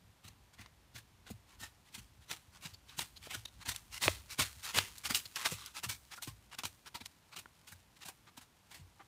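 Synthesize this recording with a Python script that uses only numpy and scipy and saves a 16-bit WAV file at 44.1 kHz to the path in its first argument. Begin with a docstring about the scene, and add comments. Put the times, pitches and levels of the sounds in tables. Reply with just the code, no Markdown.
"""A trotting horse circles on a lunge line in an outdoor dirt arena, passing close to the listener.
Each hoof is an impact on a granular layer: the sand crunches in many tiny collisions, the packed
ground beneath rings in its low modes, and the toe scuffs the sand between landings. Clods snap,
thrown sand trickles down, pebbles tick, the tack jingles, and near the closest point a hoof cracks
on something hard. Fence and trees return a faint tail over a steady hiss and a low rumble."""
import sys
import numpy as np
from scipy import signal
from scipy.fft import rfft, irfft
from scipy.io import wavfile

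SR = 44100
rng = np.random.default_rng(int(sys.argv[2]) if len(sys.argv) > 2 else 0)


def master_out(mix):
    """Clip the mix to full scale and print it as 16-bit PCM to the path in sys.argv[1]."""
    frames = np.transpose(np.atleast_2d(mix))
    ceiling = np.clip(frames, -1, 1)
    pcm = np.round(ceiling * 32767).astype(np.int16)
    wavfile.write(sys.argv[1], SR, pcm)


N = 399987

# The trot, in diagonal pairs of hooves: a lands first, b just after. Each row: start and lag of b in
# seconds, crunch of a and b in dB, slide of a and b in seconds, brightness of a and b in dB per octave,
# delay of the full weight in seconds, boom and knock in dB, knock pitch in Hz.
# Levels are relative to an ordinary step.
TROT = [(0.245, 0.041, -7.5, -1.5, 0.041, 0.0043, -1, -0.8, 0.0034, 5.5, 5, 175),
        (0.593, 0.022, -6, -5, 0.051, 0.0099, -3.5, 0, 0.0015, -1, 7.5, 200),
        (0.957, 0.028, -3.5, -4, 0.026, 0.016, 0.5, 0, -0.011, 7, 3, 232),
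        (1.276, 0.032, -5, -4, 0.023, 0.016, -3, 2.5, 0.032, 11, 20.5, 210),
        (1.61, 0.024, -1.5, 3, 0.015, 0.027, 1, -0.5, 0.0012, 3.5, 4, 211),
        (1.952, 0.04, 1, -4.5, 0.015, 0.011, 0.3, 1, 0.027, 0.5, 8, 207),
        (2.315, 0.017, 4.5, -1.5, 0.011, 0.016, -1.5, -1.5, -0.0084, -7, -1, 427),
        (2.631, 0.029, -9.5, -1.5, 0.041, 0.013, -0.5, -1, 0.021, -0.5, 7, 159),
        (2.994, 0.02, 1, 0.5, 0.0073, 0.016, 1, 0, -0.014, 0, 2, 166),
        (3.311, 0.036, -6, -1, 0.036, 0.013, -1.5, 0, 0.043, 4.5, -2, 350),
        (3.692, 0.026, 3, -4.5, 0.011, 0.01, 0.7, 0.5, -0.014, 6, -1, 230),
        (4.024, 0.031, 0.1, -1.5, 0.067, 0.011, 0.5, 0, 0.033, 14.5, 8, 577),
        (4.398, 0.026, 1, -4.5, 0.025, 0.01, -0.5, 0.5, -0.0081, 8, 3, 260),
        (4.75, 0.027, -9, -3.5, 0.067, 0.015, -0.9, 0.3, 0.019, 5, -1, 527),
        (5.104, 0.05, -6, -2, 0.024, 0.025, -1, 3, 0.002, -4.5, -0.5, 218),
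        (5.458, 0.06, -6.5, -9, 0.036, 0.029, 0, 1.4, 0.059, 3, 2, 166),
        (5.839, 0.056, -1.5, -1.1, 0.017, 0.03, 0.4, 1.5, 0.022, 6.5, -3, 182),
        (6.226, 0.05, -4.5, -9.5, 0.021, 0.022, 3.5, 1, 0.048, 7.5, 5.5, 286),
        (6.589, 0.064, -5, -2, 0.017, 0.017, -1.5, 1, 0.049, 2.5, -3, 236),
        (6.951, 0.06, -2.5, -8.5, 0.017, 0.01, -2.1, -3, 0.058, -5, -1, 230),
        (7.365, 0.025, -5.5, -8.5, 0.024, 0.016, -0.7, 2, 0.015, -17, -7, 383),
        (7.677, 0.046, -13, -12.5, 0.028, 0.013, 2, 5, 0.048, -1.5, -13, 199),
        (8.056, 0.031, -8.5, -4.5, 0.027, 0.011, 2.5, 3, 0.0013, -15, -2.5, 177),
        (8.377, 0.038, -9.5, -16.5, 0.011, 0.021, 2, 1, 0.0018, -9, 0, 250),
        (8.717, 0.029, -12.5, -12, 0.018, 0.042, 0, -0.5, 0.077, 4.5, -11, 200)]
# Crushed sand. Each row: frequency in Hz, relative spectral level in dB.
CRUNCH_SPECTRUM = [(60, -5.5), (200, -5.5), (380, -6), (540, -12.5), (900, -3.5), (1600, -1.5), (2700, 1.5),
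                   (4100, 0.5), (5000, -1.5), (9000, -3), (10400, -7), (15000, -9)]
CRUNCH_DB = -27  # an ordinary step at 1 m


def landings():
    """Granular compaction: each hoof crushes the sand as it sinks in, then slides to rest."""
    bursts = []
    for s, lag, db_a, db_b, slide_a, slide_b, bright_a, bright_b, *_ in TROT:
        sink = footing(s)["sink_s"]
        bursts += [(s, CRUNCH_DB + db_a, sink, slide_a, bright_a),
                   (s + lag, CRUNCH_DB + db_b, sink, slide_b, bright_b)]
    return sand(bursts, CRUNCH_SPECTRUM, grains_per_s=9500, spread_db=0.5, ripple_db=6, clump_db=3,
                shape=1.254, families=3)


def knock(hz, cycles, size=4096):
    """A damped oscillation, falling 60 dB in the given cycles; sand cushions the first half cycle."""
    t = np.arange(size) / SR
    t60 = cycles / hz
    cushion = 1 - np.exp(-2 * hz * t)
    return (ring(t, hz, t60) - 0.06 * ring(t, hz * 1.72, t60 / 2)) * cushion


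def knocks(touch_db, touch_hz, weight_db):
    """Impact excitation: each hoof knocks lightly at touchdown; the full weight gives the main knock."""
    out = np.zeros(N)
    for s, lag, db_a, db_b, *_, delay, _, knock_db, hz in TROT:
        for at, db in (s, db_a), (s + lag, db_b):
            add(out, at, amp(touch_db + db) * knock(touch_hz * rng.uniform(0.67, 1.12), cycles=5.8))
        add(out, s + delay, amp(weight_db + knock_db) * knock(hz, cycles=9.4))
    return out


# Packed ground under the sand. Each row: frequency in Hz, relative level in dB, 60 dB decay in seconds.
GROUND_MODES = [(61.1, -10, 0.84), (87.8, -1.5, 0.25), (103.3, 2.5, 0.27), (131.2, 2.5, 0.12)]


def booms(step_db, swell_s, detune, size=16384):
    """Modal response: the ground booms under the weight, tuned a little differently at every spot."""
    out, t = np.zeros(N), np.arange(size) / SR
    swell = 1 - np.exp(-t / swell_s)
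    for s, *_, delay, boom_db, _, _ in TROT:
        tunings = 1 + detune * rng.uniform(-1.29, 1, len(GROUND_MODES))
        signs = rng.choice([-1, 1], len(GROUND_MODES))
        boom = sum(sign * amp(db) * ring(t, hz * tuning, t60)
                   for (hz, db, t60), tuning, sign in zip(GROUND_MODES, tunings, signs))
        add(out, s + delay, amp(step_db + boom_db) * unit(boom * swell))
    return out


# The hollow of a hoof. Each row: frequency in Hz, relative spectral level in dB.
CLOP_SPECTRUM = [(200, -26), (520, -26), (700, -3.5), (880, -2.5), (1150, -7), (1600, -8), (3000, -10),
                 (15000, -22)]


def clops(rise_s, fall_s):
    """Cavity resonance: each hoof gives a short hollow clop, stronger where the earth is firm."""
    bursts = [(at, CRUNCH_DB + db + footing(s)["clop_db"], rise_s, fall_s, 0)
              for s, lag, db_a, db_b, *_ in TROT for at, db in [(s, db_a), (s + lag, db_b)]]
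    return sand(bursts, CLOP_SPECTRUM, grains_per_s=4000, spread_db=3, ripple_db=4.5, clump_db=4,
                shape=1.15, size=8192, families=3)


# Loose sand, then firmer earth. Each row: time in seconds, sinking time of a hoof in seconds,
# thrown sand and hollow clop in dB relative to the crunch.
SURFACE = [(0, 0.0061, -32, -20), (2.3, 0.014, -17, -19), (4.201, 0.0079, -17, -18),
           (5.4, 0.0093, -22, -30), (5.9, 0.004, -31, -10), (7, 0.0043, -24, -20), (8.2, 0.0046, -38, -4),
           (9, .006, -14, -1)]


def footing(s):
    """Compliance of the surface: how slowly a hoof sinks, how much it throws, how hollow it sounds."""
    times, *columns = np.transpose(SURFACE)
    return {name: np.interp(s, times, column)
            for name, column in zip(("sink_s", "spray_db", "clop_db"), columns)}


# Toes scuffing the sand. Each row: time of the peak in seconds, level in dB relative to an ordinary
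# drag, rise time in seconds, brightness in dB per octave.
TOE_DRAGS = [(0.545, 2.5, 0.014, -1.5), (1.524, 0, 0.049, -3.2), (1.884, -3.5, 0.03, -2),
             (2.234, -4.5, 0.022, 0), (2.564, -1, 0.033, -2.5), (2.925, -4, 0.051, -3),
             (3.258, 1, 0.037, -0.5), (3.622, -0.5, 0.019, -2.8), (3.669, 6.5, 0.015, -2.5),
             (3.959, 4.5, 0.037, 0), (4.325, 0, 0.028, 0), (4.655, -2.5, 0.023, -0.1),
             (4.696, -3, 0.033, -1.5), (5.065, 4, 0.022, -0.5), (5.371, 5.5, 0.0091, -2),
             (5.411, 1.5, 0.049, -1.5), (5.463, 13.5, 0.017, -2.5), (5.641, -4.5, 0.091, -1),
             (5.78, 5, 0.031, -1.5), (6.133, 3.5, 0.023, -2.5), (6.175, -3, 0.021, 1.5),
             (6.539, 2.5, 0.021, -4), (6.877, 3, 0.018, -2.5), (7.063, 4.5, 0.0081, 2),
             (7.338, 1.5, 0.016, -4.5), (7.973, -6, 0.011, -1), (8.029, 4.5, 0.018, -2.5),
             (8.286, -3, 0.019, -6), (9.012, 3, 0.016, -11)]
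# Loose sand in motion. Each row: frequency in Hz, relative spectral level in dB.
SCRAPE_SPECTRUM = [(60, -22), (300, -10.5), (560, -14), (900, -1), (1400, 1.5), (2500, 2), (4100, 3),
                   (5000, 1.5), (9000, -1), (15000, -9)]


def drags(drag_db, fall_ratio):
    """Sliding friction: a toe scrapes the sand as the leg swings through."""
    bursts = [(s, drag_db + db, rise, fall_ratio * rise, bright) for s, db, rise, bright in TOE_DRAGS]
    return sand(bursts, SCRAPE_SPECTRUM, grains_per_s=6800, spread_db=0, ripple_db=5, clump_db=4,
                shape=3.04)


def sprays(delay_s, rise_s, fall_s):
    """Momentum transfer: a step throws sand, the more the harder it lands and the looser the footing."""
    bursts = [(s + lag + delay_s, CRUNCH_DB + max(db_a, db_b) + footing(s)["spray_db"], rise_s, fall_s, 0)
              for s, lag, db_a, db_b, *_ in TROT]
    return sand(bursts, SCRAPE_SPECTRUM, grains_per_s=6000, spread_db=3.6, ripple_db=4, clump_db=5,
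                shape=1.1)


# Hooves pushing off. Each row: start in seconds, level in dB.
PUSH_OFFS = [(2.478, -46), (2.727, -45), (4.565, -42), (5.262, -49)]


def shoves(hz):
    """Reaction force: a hoof shoves off and the ground answers with a soft, deep thud."""
    out = np.zeros(N)
    for s, db in PUSH_OFFS:
        add(out, s, amp(db) * knock(hz, cycles=7.6, size=8192))
    return out


# A hoof striking something hard. Each row: start in seconds, level in dB.
HARD_STRIKES = [(4.08, -10.5)]
# Hoof horn. Each row: frequency in Hz, relative level in dB, 60 dB decay in seconds.
HORN_MODES = [(334, -10.5, 0.021), (543, -8, 0.015), (626, -10, 0.028), (1080, -3.5, 0.0066),
              (1900, -1, 0.0041), (2530, -0.5, 0.0077), (3360, -7.5, 0.0081), (4330, -10, 0.0068)]


def cracks(size=4096):
    """Impulse response of hard horn to a sharp blow; neighbouring modes swing opposite ways."""
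    out, t = np.zeros(N), np.arange(size) / SR
    blow = sum((-1) ** k * amp(db) * ring(t, hz, t60) for k, (hz, db, t60) in enumerate(HORN_MODES))
    for s, db in HARD_STRIKES:
        add(out, s, amp(db) * blow)
    return out


# Clods and gravel breaking. Each row: time in seconds, level in dB, crumbling time in seconds,
# brightness in dB per octave.
FRACTURES = [(.661, -46.5, 0.0018, -5), (.961, -45.5, 0.0067, -3), (2.3138, -32.5, 0.0022, -0.5),
             (2.329, -39, 0.0015, 2), (2.9919, -27.5, .003, -3.5), (3.762, -33, 0.0023, 4.5),
             (4.037, -27, 0.0033, -4), (4.7868, -16.5, 0.0022, -3.5), (4.982, -43, 0.0053, 12),
             (5.056, -31, 0.0025, -1), (5.147, -22.5, 0.0037, 2), (5.3588, -32, 0.0046, 1),
             (5.4593, -23.5, 0.0031, -3), (5.661, -38.5, 0.0029, 9), (6.5878, -37, 0.0048, 5),
             (6.635, -39, 0.013, .5), (6.6538, -32, 0.0023, -1), (7.0593, -36.5, 0.0017, 1)]
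# A breaking clod. Each row: frequency in Hz, relative spectral level in dB.
SNAP_SPECTRUM = [(450, -19), (1000, -6.5), (1800, -4), (3800, 1.5), (6000, -2.5), (15000, -18)]


def snaps(rise_s):
    """Brittle fracture: a clod or a bit of gravel gives way at once under a hoof, then crumbles."""
    bursts = [(s, db, rise_s, fall, bright) for s, db, fall, bright in FRACTURES]
    return sand(bursts, SNAP_SPECTRUM, grains_per_s=14000, spread_db=2, ripple_db=3.5, clump_db=1.5,
                shape=1, size=4096)


# Small contacts of pebbles and hoof horn. Each row: time in seconds, relative level in dB,
# pitch in Hz, 60 dB decay in seconds, chatter time in seconds.
PEBBLE_CONTACTS = [(1.302, -47, 494, 0.014, 0.0032), (3.271, -47.5, 683, 0.0057, 0.0025),
                   (5.52, -43, 508, 0.034, 0.0028), (6.177, -45, 1414, 0.033, 0.0042),
                   (6.635, -40.5, 970, 0.028, 0.0013), (7.4582, -48.5, 1470, .009, 0.0008),
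                   (7.722, -50.5, 1600, 0.033, 0.0036), (8.088, -50.5, 850, 0.031, 0.0029)]


def ticks(tick_db, rasp, size=4096):
    """Contact chatter drives three short modes of a small hard body, inside a broad rasp."""
    out, t = np.zeros(N), np.arange(size) / SR
    for s, db, hz, t60, chatter in PEBBLE_CONTACTS:
        contact = rng.standard_normal(size) * t * np.exp(-t / chatter)
        body = ring(t, hz, t60) + 0.37 * (ring(t, hz * 1.16, t60 / 2) + ring(t, hz * 1.37, t60 / 2))
        tone = signal.fftconvolve(contact, body)[:size]
        band = signal.butter(2, [hz / 2, min(hz * 2, SR / 3)], "band", fs=SR, output="sos")
        broad = signal.sosfilt(band, contact)
        add(out, s - chatter / 2, amp(db + tick_db) * (unit(tone) + rasp * unit(broad)))
    return out


# The tack shaking. Each row: time of the peak in seconds, level in dB, pitch in Hz, half-width in seconds.
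TACK_SHAKES = [(2.744, -51.5, 4460, 0.0076), (2.895, -54.5, 3930, .008), (3.172, -51, 4120, 0.0092),
               (3.4572, -39.5, 3800, 0.0037), (3.482, -58, 3820, 0.01), (5.259, -43.5, 4240, 0.0056)]
# Its metal. Each row: multiple of the pitch, relative level in dB, 60 dB decay in seconds.
TACK_MODES = [(.8, -3, .004), (1, 3.5, .009), (1.14, -4, .007), (1.6, -5, 0.0033), (2.8, -7.5, 0.00073)]


def jingles(contacts_per_s, size=4096):
    """Inharmonic ringing: flurries of tiny contacts excite each partial of the metal tack differently."""
    out, t = np.zeros(N), np.arange(size) / SR
    middle = t[size // 2]
    for s, db, hz, half_width in TACK_SHAKES:
        shake = np.exp(-((t - middle) / half_width) ** 2)
        rattle = np.zeros(size)
        for ratio, partial_db, t60 in TACK_MODES:
            contacts = shake * rng.standard_normal(size) * (rng.random(size) < contacts_per_s / SR)
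            partial = signal.fftconvolve(contacts, ring(t, hz * ratio, t60))[:size]
            rattle += amp(partial_db) * unit(partial)
        add(out, s - middle, amp(db) * rattle * np.linalg.norm(shake) / (np.linalg.norm(rattle) + 1e-12))
    return out


def trickle(db, grains_per_s, spread_db):
    """Shot noise: single grains patter back onto the ground in uneven showers."""
    sizes = rng.standard_normal(N) * amp(spread_db * np.minimum(rng.exponential(1, N), 4))
    patter = shaped(sizes * (rng.random(N) < grains_per_s / SR), SCRAPE_SPECTRUM)
    return amp(db) * waver(per_s=27, depth_db=2.5) * patter


def arena(x, wet_db, t60, size=32768):
    """Scattering: fence and trees return many small echoes that merge into a faint tail."""
    t = np.arange(size) / SR
    echoes = rng.standard_normal(size) * (rng.random(size) < 2000 / SR) * (t > .006)
    tail = shaped(echoes * np.exp(-np.log(1000) * t / t60), [(100, -13), (3000, -14), (12000, -0.5)])
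    return x + amp(wet_db) * signal.fftconvolve(x, tail / np.linalg.norm(tail))[:N]


# Still outdoor air. Each row: frequency in Hz, relative spectral level in dB.
AIR_SPECTRUM = [(15, -61), (25, 4), (56, -8), (107, -1), (482, -15), (970, -12), (1270, -16), (3340, -19),
                (9300, -26.5), (14300, -28.5), (15500, -41)]
# Rumble of the ground and the air. Each row: time in seconds, level in dB.
RUMBLE_LEVELS = [(0, -67.5), (2, -66), (3.3, -63.5), (4.4, -61.5), (5.7, -66), (6.35, -68.5), (6.9, -74.5),
                 (9, -74)]


def background(air_db):
    """Ambient noise: a steady outdoor hiss over a low rumble whose level wanders."""
    rumble_spectrum = [(20, -25), (50, 8), (100, 1), (150, -7.5), (300, -18.5), (1000, -66), (4000, -105)]
    swell = amp(curve(RUMBLE_LEVELS)) * waver(per_s=10, depth_db=5)
    rumble = swell * shaped(rng.standard_normal(N), rumble_spectrum)
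    return amp(air_db) * shaped(rng.standard_normal(N), AIR_SPECTRUM) + rumble


def sand(bursts, spectrum, grains_per_s, spread_db, ripple_db, clump_db, shape, size=16384, families=4):
    """Superposed random impulses: families of grains, each with its own colour, give way in clumps."""
    out, hz = np.zeros(N), np.fft.rfftfreq(size, 1 / SR)
    t = (np.arange(size) - size // 2) / SR
    octaves = np.log2(np.clip(hz, 900, 10000) / 3000)
    ripple_hz, clump_times = np.geomspace(150, 16000, 44), t[::128]
    hollow = 1 / (1 + (hz / 6000) ** 2)  # clods resonate in the middle range; fine sand hisses evenly
    grid = (families, size)
    for s, db, rise, fall, bright in bursts:
        clumps = np.array([wander(t, clump_times) for _ in range(families)])
        grain_db = spread_db * np.minimum(rng.exponential(1, grid), 3) + clump_db * clumps
        signs = rng.choice([-1, 1], grid)
        grains = amp(grain_db) * signs * (rng.random(grid) < grains_per_s / families / SR)
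        ripple = np.array([wander(hz, ripple_hz) for _ in range(families)])
        gain = amp(colour(spectrum, hz) + bright * octaves + ripple_db * hollow * ripple)
        grit = irfft((rfft(grains) * gain).sum(0), size)
        pressure = np.exp(-abs(t / np.where(t < 0, rise, fall)) ** shape)
        burst = grit * pressure
        # the force of the hoof sets the energy, however the grains fall
        add(out, s + t[0], amp(db) * burst * np.linalg.norm(pressure) / (np.linalg.norm(burst) + 1e-12))
    return out


def ring(t, hz, t60):
    """Free decay of one mode, by 60 dB in t60 seconds."""
    return np.sin(2 * np.pi * hz * t) * np.exp(-np.log(1000) * t / t60)


def wander(x, knots):
    """Linear interpolation between Gaussian random heights at the knots."""
    return np.interp(x, knots, rng.standard_normal(len(knots)))


def waver(per_s, depth_db):
    """Random amplitude modulation, at rms 1."""
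    t = np.arange(N) / SR
    return unit(amp(depth_db * wander(t * per_s, np.arange(1024))))


def amp(db):
    """Decibels to amplitude ratio."""
    return 10 ** (np.asarray(db) / 20)


def unit(x):
    """Normalisation to rms 1."""
    return x / np.sqrt(np.mean(x ** 2) + 1e-20)


def colour(points, hz):
    """Interpolation of a spectrum in dB on a log-frequency axis."""
    frequencies, db = np.transpose(points)
    return np.interp(np.log(hz + 1), np.log(frequencies), db)


def curve(rows):
    """Linear interpolation of timed values at every sample."""
    return np.interp(np.arange(N) / SR, *np.transpose(rows))


def shaped(x, points):
    """Filtering in the frequency domain, at rms 1."""
    gain = amp(colour(points, np.fft.rfftfreq(len(x), 1 / SR)))
    return unit(irfft(rfft(x) * gain, len(x)))


def add(mix, s, sound):
    """Superposition: a sound joins the mix at s seconds."""
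    start = round(s * SR)
    part = mix[max(start, 0):][:len(sound) + min(start, 0)]
    part += sound[max(-start, 0):][:len(part)]


# The horse's circle. Each row: time in seconds, distance from the listener in metres.
HORSE_PATH = [(0, 12.3), (1.5, 11.2), (3, 3.85), (4, 2.11), (4.6, 0.68), (5.4, 1.21), (6, 2.65), (7, 3.43),
              (9, 5.3)]


def scene():
    """Geometric spreading: airborne steps fall with distance, the ground boom with its square root."""
    metres = curve(HORSE_PATH)
    # the levels of the airborne sounds and of the booms hold at 1 m
    airborne = (landings() + clops(rise_s=0.0064, fall_s=0.018)
                + drags(drag_db=-43, fall_ratio=0.74)
                + sprays(delay_s=0.03, rise_s=0.0068, fall_s=0.032)
                + knocks(touch_db=-45, touch_hz=190, weight_db=-30.5)
                + trickle(db=-62, grains_per_s=3200, spread_db=4.5))
    hard = ticks(tick_db=-14, rasp=0.15) + snaps(rise_s=0.00032) + jingles(contacts_per_s=3000) + cracks()
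    ground = booms(step_db=-60, swell_s=0.005, detune=0.12) / np.sqrt(metres) + shoves(hz=88)
    horse = airborne / metres + ground + hard
    return (arena(horse, wet_db=-18.5, t60=1.0) + background(air_db=-68))[None]


LOW_CUT_HZ, HIGH_CUT_HZ = 58.4, 15600


def record(dry):
    """Band limiting: a small microphone loses the deepest bass, and a low-pass cuts the top treble."""
    thin = signal.sosfilt(signal.butter(2, LOW_CUT_HZ, "high", fs=SR, output="sos"), dry)
    low_pass = signal.firwin(511, HIGH_CUT_HZ, window=("kaiser", 9), fs=SR)
    return signal.oaconvolve(thin, low_pass[None], "same")


dry = scene()
out = record(dry)
master_out(out)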